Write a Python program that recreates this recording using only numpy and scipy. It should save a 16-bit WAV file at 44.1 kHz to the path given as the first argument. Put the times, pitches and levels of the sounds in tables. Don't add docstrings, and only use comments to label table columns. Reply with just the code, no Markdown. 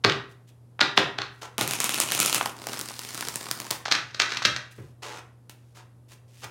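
import sys
import numpy as np
from scipy import signal
from scipy.fft import rfft, irfft
from scipy.io import wavfile
from scipy.ndimage import uniform_filter1d

SR = 44100
rng = np.random.default_rng(int(sys.argv[2]) if len(sys.argv) > 2 else 0)


def persist_wave(psi):
    counts = np.round(np.clip(psi, -1, 1) * 32767).astype(np.int16)
    wavfile.write(sys.argv[1], SR, np.atleast_2d(counts).T)


N = 286650
T = np.arange(N) / SR

# (time [s], level [dB], tick pitch [Hz])
CORNER_SNAPS = [(1.5807, -10.5, 3200), (1.6107, -7.5, 4000), (1.6763, -11.5, 10000), (1.7094, -10.5, 5170),
                (1.735, -11.5, 2572), (1.8023, -7, 6440), (1.8418, -6.5, 9000), (1.8926, -9, 3330),
                (1.943, -8.5, 3200), (2.001, -2.5, 7700), (2.1196, -7, 3630), (2.149, -10, 2350),
                (2.201, -2, 8600), (2.2292, -10.5, 2600), (2.26, -5, 8300), (2.3275, -8, 4000),
                (2.3454, -4.5, 7950), (2.458, -13, 4500), (2.6693, -16.5, 5500), (2.7323, -18.5, 4500),
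                (2.7913, -16.5, 9500), (2.812, -15, 5500), (2.8865, -21, 4600), (2.9916, -17.5, 5140),
                (3.1456, -19, 6200), (3.2082, -14.5, 5000), (3.285, -13, 5500), (3.3573, -12, 8100),
                (3.512, -8, 5040), (3.6009, -16.5, 6500), (3.7057, -13, 4500), (3.71, -7.5, 4660),
                (5.4952, -30, 3710), (6.4422, -27.5, 3300)]
# (time [s], level [dB], level of the pile's low body [dB])
RIFFLE_STREAM = [(1.58, -60, -25), (1.636, -45.5, -57), (1.754, -34.5, -42), (1.784, -35.5, -40.5),
                 (2.234, -28, -39), (2.314, -26.5, -39.5), (2.432, -37, -40), (2.52, -42, -54)]
# (frequency [Hz], level [dB])
RIFFLE_SPECTRUM = [(600, -33.5), (1300, -0.5), (1700, -7), (2500, 6.5), (3500, 1.5), (5000, -0.5),
                   (7000, 2), (7800, -2), (9000, 1), (11000, -3), (13000, -8.5), (16000, -22.5)]
# (frequency [Hz], level [dB])
FLAP_SPECTRUM = [(25, -53.5), (60, -19.5), (140, 0.5), (300, 5), (550, -1), (950, 1.5), (1500, -2),
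                 (3000, -7), (9000, -25)]
# (frequency [Hz], level [dB])
EDGE_SPECTRUM = [(40, -40), (300, -9), (900, -5), (1500, 4), (3000, 0), (4200, 3.5), (6200, -2),
                 (8000, -15.5), (10000, -23.5), (16000, -36.5)]
# (frequency [Hz], level [dB], T60 [s])
DESK_MODES = [(130.9, 1.5, 0.46), (328, -1.5, .2), (398.6, 4, 0.5), (565, -8.5, 0.053), (833, -8, .14),
              (1150, -4.5, 0.14), (1420, -7.5, 0.075)]


def undb(db):
    return 10 ** (np.asarray(db) / 20)


def unit(x):
    return x / np.sqrt(np.mean(x ** 2))


def at(points, hz):
    f, value = np.transpose(points)
    return np.interp(np.log(hz + 1), np.log(f), value)


def colour(x, points, size=4096):
    magnitude = undb(at(points, np.fft.rfftfreq(size, 1 / SR)))
    cepstrum = irfft(np.log(magnitude))
    cepstrum[1:size // 2] *= 2
    cepstrum[size // 2 + 1:] = 0
    response = irfft(np.exp(rfft(cepstrum)))
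    response /= np.linalg.norm(response)
    return signal.fftconvolve(x, response)[:len(x)]


def add(out, s, x):
    i = max(int(s * SR), 0)
    out[i:i + len(x)] += x[:max(N - i, 0)]


def burst(decay_s, rise_s=.0001, hz=1000, ring=0, width=0.052, size=4096):
    envelope = np.exp(-T[:size] / decay_s) * (1 - np.exp(-T[:size] / rise_s))
    spectrum = np.exp(1j * np.angle(rfft(rng.standard_normal(size) * envelope)))
    x = irfft(spectrum) * np.sqrt(envelope)
    f = np.fft.rfftfreq(size, 1 / SR) + 1
    resonance = 1 + ring / (1 + 1j * (f / hz - hz / f) / width)
    x = irfft(rfft(x) * resonance)
    return x * np.sqrt(decay_s * SR / 2) / np.linalg.norm(x)


def stroke(s, db, fade_s=0.0074):
    gate = np.clip(np.minimum(T - s[0], s[-1] - T) / fade_s + 1, 0, 1)
    return gate * undb(np.interp(T, s, db))


def grains(per_s, spread_db):
    size = undb(spread_db * np.minimum(rng.exponential(size=N), 3))
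    occurs = rng.random(N) < per_s / SR
    return unit(occurs * size * rng.choice([-1, 1], N))


def flutter(curve, tone, per_s, scatter_db, decay_s, edge_db, rub_db, body_db, ring=2.9, edge_hz=5500, pile_hz=800):
    s, db, pile_db = np.transpose(curve)
    ticks, flaps = np.zeros((2, N))
    for k, (slip, size, octave) in enumerate(rng.uniform(-1, 1, (240, 3))):
        start = s[0] + (k + slip) / per_s
        gain = undb(scatter_db * size)
        edge = burst(decay_s, hz=edge_hz * 2 ** octave, ring=ring, size=1024)
        flap = burst(3 * decay_s, hz=pile_hz * 2 ** octave, ring=ring, size=1024)
        add(ticks, start, gain * edge)
        add(flaps, start, gain * flap)
    during = (T > s[0]) & (T < s[-1])
    rubbing = undb(rub_db) * grains(2500, 1.7)
    edges = undb(edge_db) * ticks / ticks[during].std() + rubbing
    body = undb(body_db) * flaps / flaps[during].std()
    return colour(edges * stroke(s, db), tone) + colour(body * stroke(s, pile_db), FLAP_SPECTRUM)


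def riffle():
    return flutter(RIFFLE_STREAM, RIFFLE_SPECTRUM, per_s=110, scatter_db=7.5, decay_s=0.0015,
                   edge_db=-5.5, rub_db=-9.5, body_db=-0.5)


def bridge():
    # (time [s], level [dB], level of the pile's low body [dB])
    cascade = [(2.56, -55.5, -56), (2.736, -39, -39), (2.89, -45.5, -57), (3.06, -42, -50),
               (3.204, -39.5, -43.5), (3.338, -42.5, -49.5), (3.658, -47.5, -49), (3.76, -42, -51)]
    # (frequency [Hz], level [dB])
    cascade_spectrum = [(600, -23), (1300, -4.5), (2000, 0), (3300, -2), (4900, 2.5), (6500, -2),
                        (9000, -2), (13000, -9), (16000, -11)]
    return flutter(cascade, cascade_spectrum, per_s=100, scatter_db=9, decay_s=0.0011,
                   edge_db=-2.5, rub_db=-2.5, body_db=0)


def snaps(tick_db=-4.5, flap_db=-22, flap_s=0.0041, ring=1.2):
    # (frequency [Hz], level [dB])
    tick_spectrum = [(200, -22.5), (1200, 1.5), (2600, 0.5), (5000, 1), (7000, 1.5), (9500, 1), (12000, -1),
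                     (16000, -3)]
    flap_growth = 0.7
    tick, flap = np.zeros((2, N))
    for s, db, hz in CORNER_SNAPS:
        add(tick, s + .0005, undb(db) * burst(.0011, .00004, hz, ring, width=.4))
        add(flap, s + 0.00046, undb(flap_growth * db) * burst(flap_s))
    return undb(tick_db) * colour(tick, tick_spectrum) + undb(flap_db) * colour(flap, FLAP_SPECTRUM)


def rushes(rush_db=-21, decay_s=0.028, rise_s=0.0036):
    out = np.zeros(N)
    for s, db, *_ in CORNER_SNAPS:
        if RIFFLE_STREAM[0][0] < s < RIFFLE_STREAM[-1][0] - .1:
            add(out, s + 0.0045, undb(db + rush_db) * burst(decay_s, rise_s))
    return colour(out, RIFFLE_SPECTRUM)


def blows(table, tone, clack_db, thud_db, desk_db, clack_s, thud_s, rise_s, ring, graze_db):
    # (frequency [Hz], level [dB])
    thud_spectrum = [(25, -48), (60, -32), (130, 6.5), (200, -1.5), (300, 5.5), (550, 0.5), (850, -2.5),
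                     (1400, -3), (2500, -16), (8000, -48.5)]
    clack, thud, push = np.zeros((3, N))
    for s, db, weight_db, hz in table:
        add(clack, s - .0035, undb(db + graze_db) * burst(clack_s, rise_s))
        add(clack, s, undb(db) * burst(clack_s, rise_s, hz, ring, width=.22))
        add(thud, s + .001, undb(db + weight_db) * burst(thud_s, 2 * rise_s))
        add(push, s + 0.0015, undb([db + weight_db]))
    t = T[:SR // 2]
    desk = sum(undb(db) * np.sin(2 * np.pi * hz * t) * undb(-60 * t / t60) for hz, db, t60 in DESK_MODES)
    ringing = signal.fftconvolve(push, desk)[:N]
    return undb(clack_db) * colour(clack, tone) + undb(thud_db) * colour(thud, thud_spectrum) + undb(desk_db) * ringing


def knocks():
    # (time [s], level [dB], desk thud relative to the clack [dB], ring of the card edges [Hz])
    half_decks = [(0.042, -6, -11, 3570), (0.0467, 1.5, -13, 4400), (0.097, -6, -28, 3110),
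                  (0.1207, -12, -23.5, 2800), (0.8075, -2, -30, 4450), (0.812, 1.5, -20, 3780),
                  (0.9752, 3, -16, 3343), (0.9841, -9.5, -14.5, 3750), (1.1857, -12, -17.5, 3700),
                  (1.2178, -13, -34, 4360), (1.6105, -11.5, -7.5, 3970)]
    # (frequency [Hz], level [dB])
    clack_spectrum = [(40, -42.5), (200, -31), (800, -3), (1400, 3), (2400, 0.5), (3200, -0.5), (4200, 0),
                      (6000, -9), (7500, -19.5), (10000, -31.5), (16000, -43.5)]
    return blows(half_decks, clack_spectrum, clack_db=-7.0, thud_db=-2.0, desk_db=-30.0,
                 clack_s=0.0016, thud_s=0.005, rise_s=0.0011, ring=1.1, graze_db=-11.5)


def taps():
    # (time [s], level [dB], ring of the card edges [Hz])
    whole_deck = [(3.8566, -21.5, 3440), (3.913, -4.5, 4080), (3.921, -1, 4300), (3.9501, -9, 2577),
                  (4.1454, -19, 4100), (4.1985, -1.5, 2590), (4.218, -6, 3540), (4.3194, -13, 2650),
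                  (4.37, -10.5, 2740), (4.4507, 0, 3650), (4.4549, -4, 2665)]
    full_thud_db, thud_growth = -27.5, 0.32
    rows = [(s, db, full_thud_db + thud_growth * db - db, hz) for s, db, hz in whole_deck]
    return blows(rows, EDGE_SPECTRUM, clack_db=-6.5, thud_db=-1.5, desk_db=-27.5,
                 clack_s=0.002, thud_s=0.0011, rise_s=0.0076, ring=0.69, graze_db=-16)


def slaps(slap_db=-4.5, ring=1.9):
    # (time [s], level [dB], slap pitch [Hz])
    flat_blocks = [(0.047, -10, 1390), (0.792, -21, 1406), (0.977, -10, 835), (1.186, -18, 1030),
                   (1.608, -16, 940), (2.41, -13.5, 1180), (2.459, -16.5, 935), (2.669, -21.5, 600),
                   (2.735, -28, 1420), (2.906, -30.5, 970), (3.225, -23.5, 1570), (3.466, -30, 1088),
                   (3.709, -26.5, 700), (3.857, -21, 1400), (3.881, -24, 820), (4.42, -22.5, 1490)]
    # (frequency [Hz], level [dB])
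    slap_spectrum = [(40, -37.5), (200, -5.5), (450, -1.5), (800, 4.5), (2000, -1.5), (3500, -3.5),
                     (6000, -23), (12000, -44)]
    out = np.zeros(N)
    for s, db, hz in flat_blocks:
        add(out, s, undb(db) * burst(.0025, .0006, hz, ring, width=.5))
    return undb(slap_db) * colour(out, slap_spectrum)


def bumps(bump_db=-11, boom_db=-16):
    # (time [s], level [dB])
    hand_bumps = [(0.064, -20.5), (4.455, -24), (4.78, -27), (4.799, -35.5), (4.827, -39.5), (6.437, -37)]
    # (frequency [Hz], level [dB])
    push_spectrum = [(25, -37), (50, -14), (80, -6), (137, 2.5), (220, -10.5), (400, -4.5), (700, -21.5),
                     (2000, -23), (6000, -46)]
    pushes, boom = np.zeros((2, N))
    t = T[:SR // 2]
    boom_hz, _, boom_t60 = DESK_MODES[0]
    mode = np.sin(2 * np.pi * boom_hz * t) * undb(-60 * t / boom_t60)
    for s, db in hand_bumps:
        add(pushes, s, undb(db) * burst(.014, .003))
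        add(boom, s, undb(db) * mode)
    return undb(bump_db) * colour(pushes, push_spectrum) + undb(boom_db) * boom


def rubs(table, attack_s, release_s):
    pressure = np.zeros(N)
    for s, length_s, db, swell_db in table:
        attack = np.clip((T - s) / attack_s, 0, 1)
        release = np.exp(-np.maximum(T - s - length_s, 0) / release_s)
        progress = np.clip((T - s) / length_s, 0, 1)
        pressure += attack * release * undb(db + swell_db * (progress - .5))
    return pressure


def scrapes(scrape_db=-2, per_s=500, spread_db=4):
    # (start [s], length [s], level [dB], swell over the push [dB])
    edge_pushes = [(3.85, .035, -33.5, 2.5), (4.06, .125, -52.5, 6.5), (4.192, .026, -28.5, 0),
                   (4.29, .085, -37, 5), (4.42, .025, -31, -8), (4.56, .012, -32.5, -11)]
    pressure = rubs(edge_pushes, attack_s=0.002, release_s=0.0046)
    return undb(scrape_db) * colour(grains(per_s, spread_db) * pressure, EDGE_SPECTRUM)


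def slides(slide_db=-4, catch_db=2.0):
    # (start [s], length [s], level [dB], swell over the stroke [dB])
    face_strokes = [(0.961, 0.029, -32.5, 2.5), (1.414, 0.037, -36, -6), (3.706, 0.023, -30, -3),
                    (5.02, 0.17, -38, -7), (5.748, 0.061, -49.5, -2), (6.105, 0.015, -51, -4),
                    (6.415, 0.029, -40.5, 17)]
    # (frequency [Hz], level [dB])
    rasp_spectrum = [(120, -23.5), (300, -7), (500, -2), (650, -9.5), (850, -1), (1350, -6), (1900, -8.5),
                     (3200, -9.5), (6500, -14), (10000, -23.5), (16000, -35.5)]
    pressure = rubs(face_strokes, attack_s=0.0085, release_s=0.014)
    wander = unit(uniform_filter1d(rng.standard_normal(N), size=300))
    catching = unit(undb(catch_db * wander))
    return undb(slide_db) * colour(grains(1500, 2.3) * catching * pressure, rasp_spectrum)


def fingers(skin_db=-1):
    # (start [s], length [s], level [dB], swell over the stroke [dB])
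    skin_strokes = [(0.29, 0.034, -63.5, 3), (0.47, 0.024, -61, 6), (1.31, .09, -67, 4),
                    (1.412, .025, -55, -16), (4.706, 0.02, -54.5, -2), (4.75, 0.16, -65, -9),
                    (5.493, 0.019, -50, -3), (5.58, 0.15, -74.5, 2), (5.746, .035, -57, -2),
                    (6.082, 0.053, -56, 9), (6.275, 0.17, -60, 16)]
    # (frequency [Hz], level [dB])
    skin_spectrum = [(500, -19), (2500, 0), (6000, -2), (9000, -5), (12000, -9), (16000, -15)]
    pressure = rubs(skin_strokes, attack_s=.005, release_s=0.01)
    return undb(skin_db) * colour(grains(2200, 3.7) * pressure, skin_spectrum)


def room(x, wet_db, gap_s=0.0049, build_s=0.0012):
    # (frequency [Hz], T60 [s])
    decay_times = [(100, 0.43), (700, 0.43), (1800, 0.4263), (4800, 0.33), (9000, 0.32), (16000, 0.27)]
    # (frequency [Hz], level [dB])
    echo_levels = [(100, 4), (400, -1), (1500, 1), (4500, -6.5), (9000, -5), (16000, -4)]
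    t = T[:SR]
    hz = np.fft.rfftfreq(SR, 1 / SR)
    noise = rfft(rng.standard_normal(SR))
    onset = np.clip((t - gap_s) / build_s, 0, 1)
    echo = np.zeros(SR)
    for low in 44 * 2 ** (np.arange(18) / 2):
        band = (hz >= low) & (hz < low * np.sqrt(2))
        centre = hz[band].mean()
        tail = irfft(noise * band) * onset * undb(-60 * t / at(decay_times, centre))
        tail /= np.linalg.norm(tail)
        echo += tail * np.sqrt(band.mean()) * undb(at(echo_levels, centre))
    return x + signal.fftconvolve(x, undb(wet_db) * echo)[:N]


def background():
    # (frequency [Hz], level [dB rms])
    hum_partials = [(120, -53), (240, -74.5), (360, -82)]
    # (frequency [Hz], level [dB])
    air_spectrum = [(20, -19), (40, -20), (60, -10.5), (85, -0.5), (120, -7), (170, -8.5), (250, -12),
                    (500, -16), (1000, -23.5), (1900, -34.5), (2600, -37), (7000, -40), (11000, -37.5),
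                    (16000, -50.5)]
    air_db = -60.5
    hum = sum(undb(db) * np.sqrt(2) * np.sin(2 * np.pi * (hz * T + rng.random())) for hz, db in hum_partials)
    return hum + undb(air_db) * unit(colour(rng.standard_normal(N), air_spectrum))


def scene():
    cards = room(knocks() + bumps(), wet_db=0.5)
    cards += room(taps() + scrapes(), wet_db=0.1)
    cards += room(snaps(), wet_db=-3.0)
    cards += room(slaps(), wet_db=-7.0)
    cards += room(riffle() + rushes() + bridge(), wet_db=-4.5)
    cards += room(slides() + fingers(), wet_db=-1.5)
    return (cards + background())[None]


def record(dry):
    rounded = dry / (1 + (dry / .85) ** 8) ** (1 / 8)
    low_cut = signal.butter(3, 58, "high", fs=SR, output="sos")
    top_cut = signal.ellip(8, .2, 70, 16000, fs=SR, output="sos")
    return signal.sosfilt(top_cut, signal.sosfilt(low_cut, rounded))


dry = scene()
out = record(dry)
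persist_wave(out)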